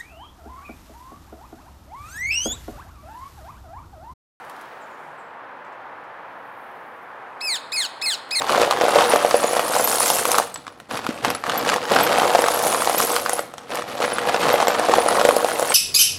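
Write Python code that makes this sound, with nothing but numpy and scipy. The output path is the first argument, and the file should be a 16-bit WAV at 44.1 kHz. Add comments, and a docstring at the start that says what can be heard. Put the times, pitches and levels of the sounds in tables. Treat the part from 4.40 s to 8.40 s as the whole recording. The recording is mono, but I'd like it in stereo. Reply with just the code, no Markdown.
"""First you hear a squirrel rustling leaves and ticking twigs in a bush, over the steady rumble of
distant traffic. A small bird adds a few faint high notes, and claws scrape softly on bark.
Then, three seconds in, a bird in the trees squawks four times: each call leaps up, holds, then slides
down and turns hoarse. Its voice is a stack of overtones, coloured by its throat and nearby
reflections, and it bounces off the ground and the trunks of the park."""
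import sys
import numpy as np
from scipy import signal
from scipy.fft import rfft, irfft, next_fast_len
from scipy.io import wavfile
from scipy.ndimage import map_coordinates

SR = 44100
rng = np.random.default_rng(int(sys.argv[2]) if len(sys.argv) > 2 else 0)


def to_wav(s):
    """Save 16-bit WAV."""
    ch = np.atleast_2d(s).T  # columns
    pcm = np.round(np.clip(ch, -1, 1) * 32767)  # PCM
    wavfile.write(sys.argv[1], SR, pcm.astype(np.int16))


N = 176400
TIME = np.arange(N) / SR


def amp(db):
    """Turn decibels into a number to multiply by."""
    return 10 ** (np.asarray(db) / 20)


def unit(x):
    """Scale a sound to an average strength (rms) of 1."""
    return x / np.sqrt(np.mean(x ** 2) + 1e-20)


def along(points, hz):
    """Read between the rows of a (frequency, value) table, spaced by octaves."""
    freqs, values = np.transpose(points)
    return np.interp(np.log(hz + 1), np.log(freqs + 1), values)


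def curves(rows):
    """Join timed rows with straight lines: one curve for each column after the time."""
    times, *columns = np.transpose(rows)
    return [np.interp(TIME, times, column) for column in columns]


def wobble(rate, size=N):
    """A smooth curve through `rate` random points a second."""
    return map_coordinates(rng.standard_normal(size // 8), [np.arange(size) * rate / SR], mode="mirror")


def filtered(x, response):
    """Multiply each frequency in a sound by response(hz)."""
    size = next_fast_len(N + SR // 2)
    return irfft(rfft(x, size) * response(np.fft.rfftfreq(size, 1 / SR)), size)[..., :N]


def coloured(x, colour):
    """Turn lows and highs up or down by a (frequency, level) table."""
    return filtered(x, lambda hz: amp(along(colour, hz)))


def pan(db):
    """Left and right gains that make the left louder by db."""
    return amp(np.array([[.5], [-.5]]) * db)


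def rush(colour, likeness):
    """Stereo noise of strength 1; where likeness is 1, both ears hear the same."""
    def response(hz):
        angle = np.arccos(np.clip(along(likeness, hz), -1, 1)) / 2
        return amp(along(colour, hz)) * [np.cos(angle), np.sin(angle)]
    mid, side = filtered(rng.standard_normal((2, N)), response)
    return unit(np.array([mid + side, mid - side]))


ROAD_COLOUR = [(22, -60), (36, -32), (69, -29.5), (106, -19), (207, -16), (290, -10.5), (326, -14),
               (368, -9.5), (424, -11), (467, -6), (668, -4.5), (848, -0.5), (1690, -6.5), (1950, -10.5),
               (3900, -30), (6600, -44.5), (9000, -63), (11700, -55), (19800, -120)]  # lows and highs of the roar: f/Hz, relative level/dB
ROAD_LIKENESS = [(60, 1), (150, 1), (380, 0.98), (950, 0.83), (2380, 0.38), (5980, 0.12), (15000, 1)]  # how alike both ears hear it: f/Hz, likeness/0-1
ROAD_PAN = [(60, 0.5), (180, 0), (550, 1), (1650, 3.5), (4970, 4.5), (15000, -6)]  # which side is louder: f/Hz, left minus right/dB

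def traffic(roar_db=-38.5, waver_db=.46, hum_db=-55, hum_hz=149.3, hum_at_s=.69, hum_width_s=.073):
    """The even roar of far roads, a little to the left, with one brief swell of hum."""
    roar = filtered(rush(ROAD_COLOUR, ROAD_LIKENESS), lambda hz: pan(along(ROAD_PAN, hz)))
    swell = np.exp(-((TIME - hum_at_s) / hum_width_s) ** 2)
    hum = amp(hum_db) * swell * np.sin(2 * np.pi * hum_hz * TIME + .5 * wobble(19))
    return amp(roar_db + waver_db * wobble(4.84)) * roar + hum


ECHO_FADE = [(1000, 0.95), (4200, 0.62), (6000, 0.58), (8000, 0.7), (10000, 0.62), (15000, 0.27)]  # how long the trees echo: f/Hz, time to fade by 60 dB/s
ECHO_COLOUR = [(1500, -3), (4200, 3), (6000, -7.5), (8000, -6.5), (14000, -1.5)]  # lows and highs of the echo: f/Hz, gain/dB

def tree_echo(x, build_s=.0057):
    """Many trees blur a sound into one fading wash; the highest treble dies first."""
    hz, age, noise = signal.stft(rng.standard_normal((2, SR // 2)), SR, nperseg=256)
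    fade = amp(-60 * age / along(ECHO_FADE, hz)[:, None])
    tail = signal.istft(noise * fade, SR, nperseg=256)[1]
    tail *= 1 - np.exp(-np.arange(tail.shape[1]) / SR / build_s)
    echo = signal.fftconvolve(x[None], tail / np.linalg.norm(tail[0]), axes=1)[:, :N]
    return coloured(echo, ECHO_COLOUR)


PEEP_NOTES = [(0.401, .055, 7700, 6850, -57.5), (0.495, .08, 7000, 6800, -65),
              (0.77, .065, 8250, 7370, -62)]  # faint notes, the second a faint trail after the first: t/s, length/s, start f/Hz, end f/Hz, level before echo/dB

def small_bird(waver=.042, echo_db=2.5, far_echo_db=-2):
    """Thin, wavering, falling notes from far off, scattered again and again by the trees."""
    notes = np.zeros(N)
    for start, length, start_hz, end_hz, db in PEEP_NOTES:
        progress = np.clip((TIME - start) / length, 0, 1)
        hz = (start_hz + (end_hz - start_hz) * progress) * (1 + waver * wobble(700))
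        notes += amp(db) * np.sin(np.pi * progress) * np.sin(2 * np.pi * np.cumsum(hz) / SR)
    echo = tree_echo(notes)
    return notes + amp(echo_db) * echo + amp(far_echo_db) * tree_echo(echo[0])


LEAF_LEVELS = [(0, -60.5), (.25, -63), (.4, -66.5), (.68, -65.5), (.92, -77), (1.6, -74.5), (2, -74.5),
               (3, -70), (4, -71)]  # rustling leaves: t/s, level/dB
LEAF_COLOUR = [(2000, -6), (5000, 3), (8000, 2.5), (12000, 0), (15500, -15)]  # their crisp sound: f/Hz, relative level/dB
SPRIG_LEVELS = [(1.7, -84), (2.1, -70.5), (2.25, -66), (2.33, -70), (2.4, -69), (2.65, -72.5), (2.9, -87)]  # a shaken sprig: t/s, level/dB
SPRIG_COLOUR = [(6000, -24), (9000, -1), (12500, 3), (15500, -4)]  # its very high sizzle: f/Hz, relative level/dB
BRANCH_LEVELS = [(0, -57), (.25, -54), (.5, -60.5), (.85, -79), (1.3, -83)]  # a swaying branch: t/s, level/dB
BRANCH_COLOUR = [(1500, 8), (3200, 14), (6000, 1), (9000, -15), (14000, -5)]  # its lower swish: f/Hz, relative level/dB
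NOISE_LIKENESS = [(3000, 0.23), (12000, 0.95)]  # how alike both ears hear bush and hiss: f/Hz, likeness/0-1

def squirrel_rustle(leaf_crinkle_db=.9, sprig_crinkle_db=2):
    """As the squirrel climbs, leaves crinkle, a sprig shakes and the branch swishes."""
    leaves = unit(amp(leaf_crinkle_db * wobble(140)) * rush(LEAF_COLOUR, NOISE_LIKENESS))
    sprig = unit(amp(sprig_crinkle_db * wobble(120)) * rush(SPRIG_COLOUR, NOISE_LIKENESS))
    branch = rush(BRANCH_COLOUR, NOISE_LIKENESS)
    layers = (LEAF_LEVELS, leaves), (SPRIG_LEVELS, sprig), (BRANCH_LEVELS, branch)
    return sum(amp(curves(levels)[0]) * sound for levels, sound in layers)


def burst(start, db, fade_s):
    """A loudness curve that jumps up at `start`, then drops 60 dB every fade_s."""
    return (TIME >= start) * amp(db - 60 * np.abs(TIME - start) / fade_s)


TWIG_TICKS = [(0.049, -44), (0.0969, -33), (0.164, -42.5), (0.194, -48), (0.2119, -36.5), (1.172, -60),
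              (1.639, -59), (3.891, -46)]  # ticking twigs: t/s, relative level/dB
TWIG_COLOUR = [(1500, -5), (3000, 4.5), (8000, -0.5), (12000, 1.5), (15500, -12)]  # their sharp sound: f/Hz, relative level/dB

def twig_ticks(gain_db=-7, shiver_db=-10.5):
    """Twigs tick under the squirrel, and leaves shiver after each tick."""
    loudness = sum(burst(start, db, fade_s=.013) + burst(start, db + shiver_db, fade_s=.13)
                   for start, db in TWIG_TICKS)
    return amp(gain_db) * loudness * rush(TWIG_COLOUR, NOISE_LIKENESS)


CLAW_SCRAPES = [(1.2475, -59, .05), (1.262, -67, .3), (1.323, -63.5, .13), (1.6387, -65, .1)]  # claws on bark: t/s, level/dB, time to fade by 60 dB/s
BARK_COLOUR = [(2000, 1), (4500, 6), (8000, 2), (11000, -16), (15000, -23)]  # their scratchy sound: f/Hz, relative level/dB

def claw_scrapes():
    """The squirrel's claws scrape the bark in soft bursts of noise."""
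    return sum(burst(*scrape) for scrape in CLAW_SCRAPES) * rush(BARK_COLOUR, NOISE_LIKENESS)


SCATTER_COLOUR = [(4000, 0), (9000, 4)]  # bark and leaves scatter the treble best: f/Hz, gain/dB

def ground_and_trunks(x, ground_s=.0095, ground_db=-17, spread_s=.045, trunks_db=-16, count=48):
    """One bounce off the ground, then many weak ones off nearby trunks."""
    def delayed(seconds):
        return np.pad(x, (abs(round(seconds * SR)), 0))[:N]
    delays = ground_s + spread_s * rng.random(count) + rng.normal(0, .0001, (2, count))
    gains = amp(trunks_db) * rng.standard_normal(count) / np.sqrt(count)
    scatter = np.array([sum(gain * delayed(s) for gain, s in zip(gains, ear)) for ear in delays])
    return amp(ground_db) * delayed(ground_s) + coloured(scatter, SCATTER_COLOUR)


# Peaks and notches of the call as heard, from the throat and nearby reflections: f/Hz, gain/dB
CALL_COLOUR = [(1300, -15.5), (2100, -7.5), (2600, -8.5), (2900, -5.5), (3300, -2.5), (4200, 2.5),
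               (4750, -3), (5200, -6.5), (5550, -8.5), (6050, -21.5), (6800, -3.5), (7800, -6.5),
               (8550, -5.5), (9400, -11), (10500, -7), (11500, -23), (12800, -10), (13800, -17),
               (15100, -16)]
# The voice's tones at 1, 2, 3... times the pitch: gain when clear/dB, gain when hoarse/dB
HARMONICS = [(1, 1), (0, 0.5), (-3.5, -0.5), (1.5, -0.5), (-3.5, -4.5), (-12.5, -9), (-11, -12), (-9, -10),
             (-12, -14), (-14, -18), (-18, -18)]

def voice_tone(hz, level_db, hoarse, flicker_db=3.2, full_voice_db=-20, pure_above_hz=2176):
    """A stack of overtones glides through the call's peaks and notches; the highest fray into hiss."""
    size = len(hz)
    phase = 2 * np.pi * np.cumsum(hz) / SR
    # Upper overtones grow with effort and weaken on the high hold.
    effort_db = .95 * (level_db - full_voice_db) * (1 - hoarse)
    thinning_db = 16 * np.maximum(hz - pure_above_hz, 0) / 1000
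    gains = []
    for k, (clear_db, hoarse_db) in enumerate(HARMONICS, 1):
        db = clear_db + (hoarse_db - clear_db) * hoarse + along(CALL_COLOUR, k * hz)
        upper_db = effort_db - thinning_db + flicker_db * wobble(110, size)
        gains.append(amp(db + (k > 2) * upper_db) * (k * hz < SR / 2))
    fray_rad = .008 + .011 * hoarse  # random shake in the timing of each wave
    tone = sum(gain * np.sin(k * phase + k * k * fray_rad * wobble(1100, size))
               for k, gain in enumerate(gains, 1))
    return tone / np.sqrt(sum(gain ** 2 for gain in gains) / 2)


SCREECH_COLOUR = [(2500, -30), (5000, -12), (6000, -11), (7500, -1), (10500, 1), (11500, -8), (13000, -2),
                  (15500, 0)]  # the hiss in the voice: f/Hz, relative level/dB

def squawk(rows, attack_s=.0042, release_s=.0026, hoarse_below_hz=2300, hoarse_span_hz=700,
           flutter_hz=170, flutter_db=1.5, shimmer_db=1.8):
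    """One call: clear while the pitch is high, trembling and raspy as it falls."""
    pitch, level_db = curves(rows)
    fade_in = np.clip((TIME - rows[0][0]) / attack_s + .5, 0, 1)
    fade_out = np.exp(-np.maximum(TIME - rows[-1][0], 0) / release_s)
    gate = fade_in * fade_out
    on = gate > 1e-3
    hoarse = np.clip((hoarse_below_hz - pitch[on]) / hoarse_span_hz, 0, 1)  # 0 clear, 1 hoarse
    size = len(hoarse)
    flutter_phase = 2 * np.pi * np.cumsum(flutter_hz * (1 + .17 * wobble(101, size))) / SR
    flutter = np.sqrt(hoarse) * np.sin(flutter_phase)
    jitter = .003 * (1 + hoarse) * wobble(700, size)
    hz = pitch[on] * (1 + .013 * flutter + jitter)
    tone = voice_tone(hz, level_db[on], hoarse)
    tone *= amp(shimmer_db * hoarse * wobble(500, size) + flutter_db * flutter)
    rasp = unit(coloured(rng.standard_normal(N), CALL_COLOUR))[on]
    hiss = unit(coloured(rng.standard_normal(N), SCREECH_COLOUR))[on]
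    voice = np.zeros(N)
    voice[on] = tone + rasp * (amp(-36) + amp(-17) * hoarse) + hiss * amp(-31 + 7 * np.sqrt(hoarse))
    return gate * amp(level_db) * voice


CALLS = [
    [(3.006, 1630, -39.5), (3.015, 2380, -26.5), (3.018, 2590, -30.5), (3.046, 2615, -27.5),
     (3.055, 2568, -25), (3.066, 2550, -26), (3.084, 2417, -23), (3.104, 2196, -23), (3.127, 2046, -22),
     (3.156, 1737, -25.5), (3.176, 1290, -34.5)],
    [(3.32, 1770, -27), (3.332, 2575, -26.5), (3.342, 2474, -24.5), (3.354, 2620, -26),
     (3.364, 2422, -22.5), (3.372, 2095, -24), (3.384, 2256, -20), (3.389, 2125, -21), (3.399, 2140, -22),
     (3.406, 2047, -19.5), (3.418, 1798, -24.5), (3.453, 1442, -26), (3.465, 1257, -28.5)],
    [(3.615, 1710, -28), (3.627, 2552, -23.5), (3.632, 2628, -29), (3.639, 2542, -23.5),
     (3.651, 2620, -24.5), (3.66, 2448, -23.5), (3.662, 2248, -20.5), (3.672, 2072, -20.5),
     (3.677, 2162, -21.5), (3.689, 2040, -18.5), (3.691, 2072, -21), (3.698, 2072, -21),
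     (3.703, 1825, -22.5), (3.741, 1435, -24.5), (3.755, 1213, -31.5)],
    [(3.908, 1457, -29), (3.916, 2300, -23.5), (3.92, 2506, -26), (3.936, 2540, -24), (3.945, 2623, -26),
     (3.961, 2040, -19.5), (3.975, 2190, -18.5), (3.978, 2110, -24), (3.981, 2145, -20), (3.986, 2060, -19),
     (3.994, 1860, -24.5), (4.0, 1860, -20)],
]  # pitch and loudness, one list a squawk: t/s, f/Hz, level before echo/dB
CALL_PAN = [(2400, 0.5), (3100, 6), (4300, 0.5), (5300, 2.5), (7000, 4), (8300, 0), (10700, -0.5)]  # which side is louder: f/Hz, left minus right/dB
CALL_LEAD = [(2600, 0.17), (3500, -0.5), (5200, 0.52), (6500, 0.55), (7100, 0.7), (7700, 0.3), (8650, 0.3),
             (9000, 2), (9400, 0.3), (12300, 0.7), (14000, 0.4)]  # how far the left ear's wave runs ahead: f/Hz, lead/radians

def squawking_bird(echo_db=-13.5):
    """Four squawks echo among the trees, a little to the left."""
    def to_ears(hz):
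        lead = np.array([[.5], [-.5]]) * along(CALL_LEAD, hz)
        return pan(along(CALL_PAN, hz)) * np.exp(1j * lead)
    calls = sum(squawk(rows) for rows in CALLS)
    return filtered(calls + ground_and_trunks(calls), to_ears) + amp(echo_db) * tree_echo(calls)


def scene():
    """Everything heard in the park."""
    return squawking_bird() + small_bird() + squirrel_rustle() + twig_ticks() + claw_scrapes() + traffic()


MIC_COLOUR = [(6000, 0), (15500, 0)]  # the microphone's own even hiss: f/Hz, relative level/dB

def record(dry, hiss_db=-80, top_hz=15820):
    """The microphone adds a faint hiss, and everything above top_hz is cut."""
    hiss = amp(hiss_db) * rush(MIC_COLOUR, NOISE_LIKENESS)
    return filtered(dry + hiss, lambda hz: hz < top_hz)


dry = scene()
out = record(dry)
to_wav(out)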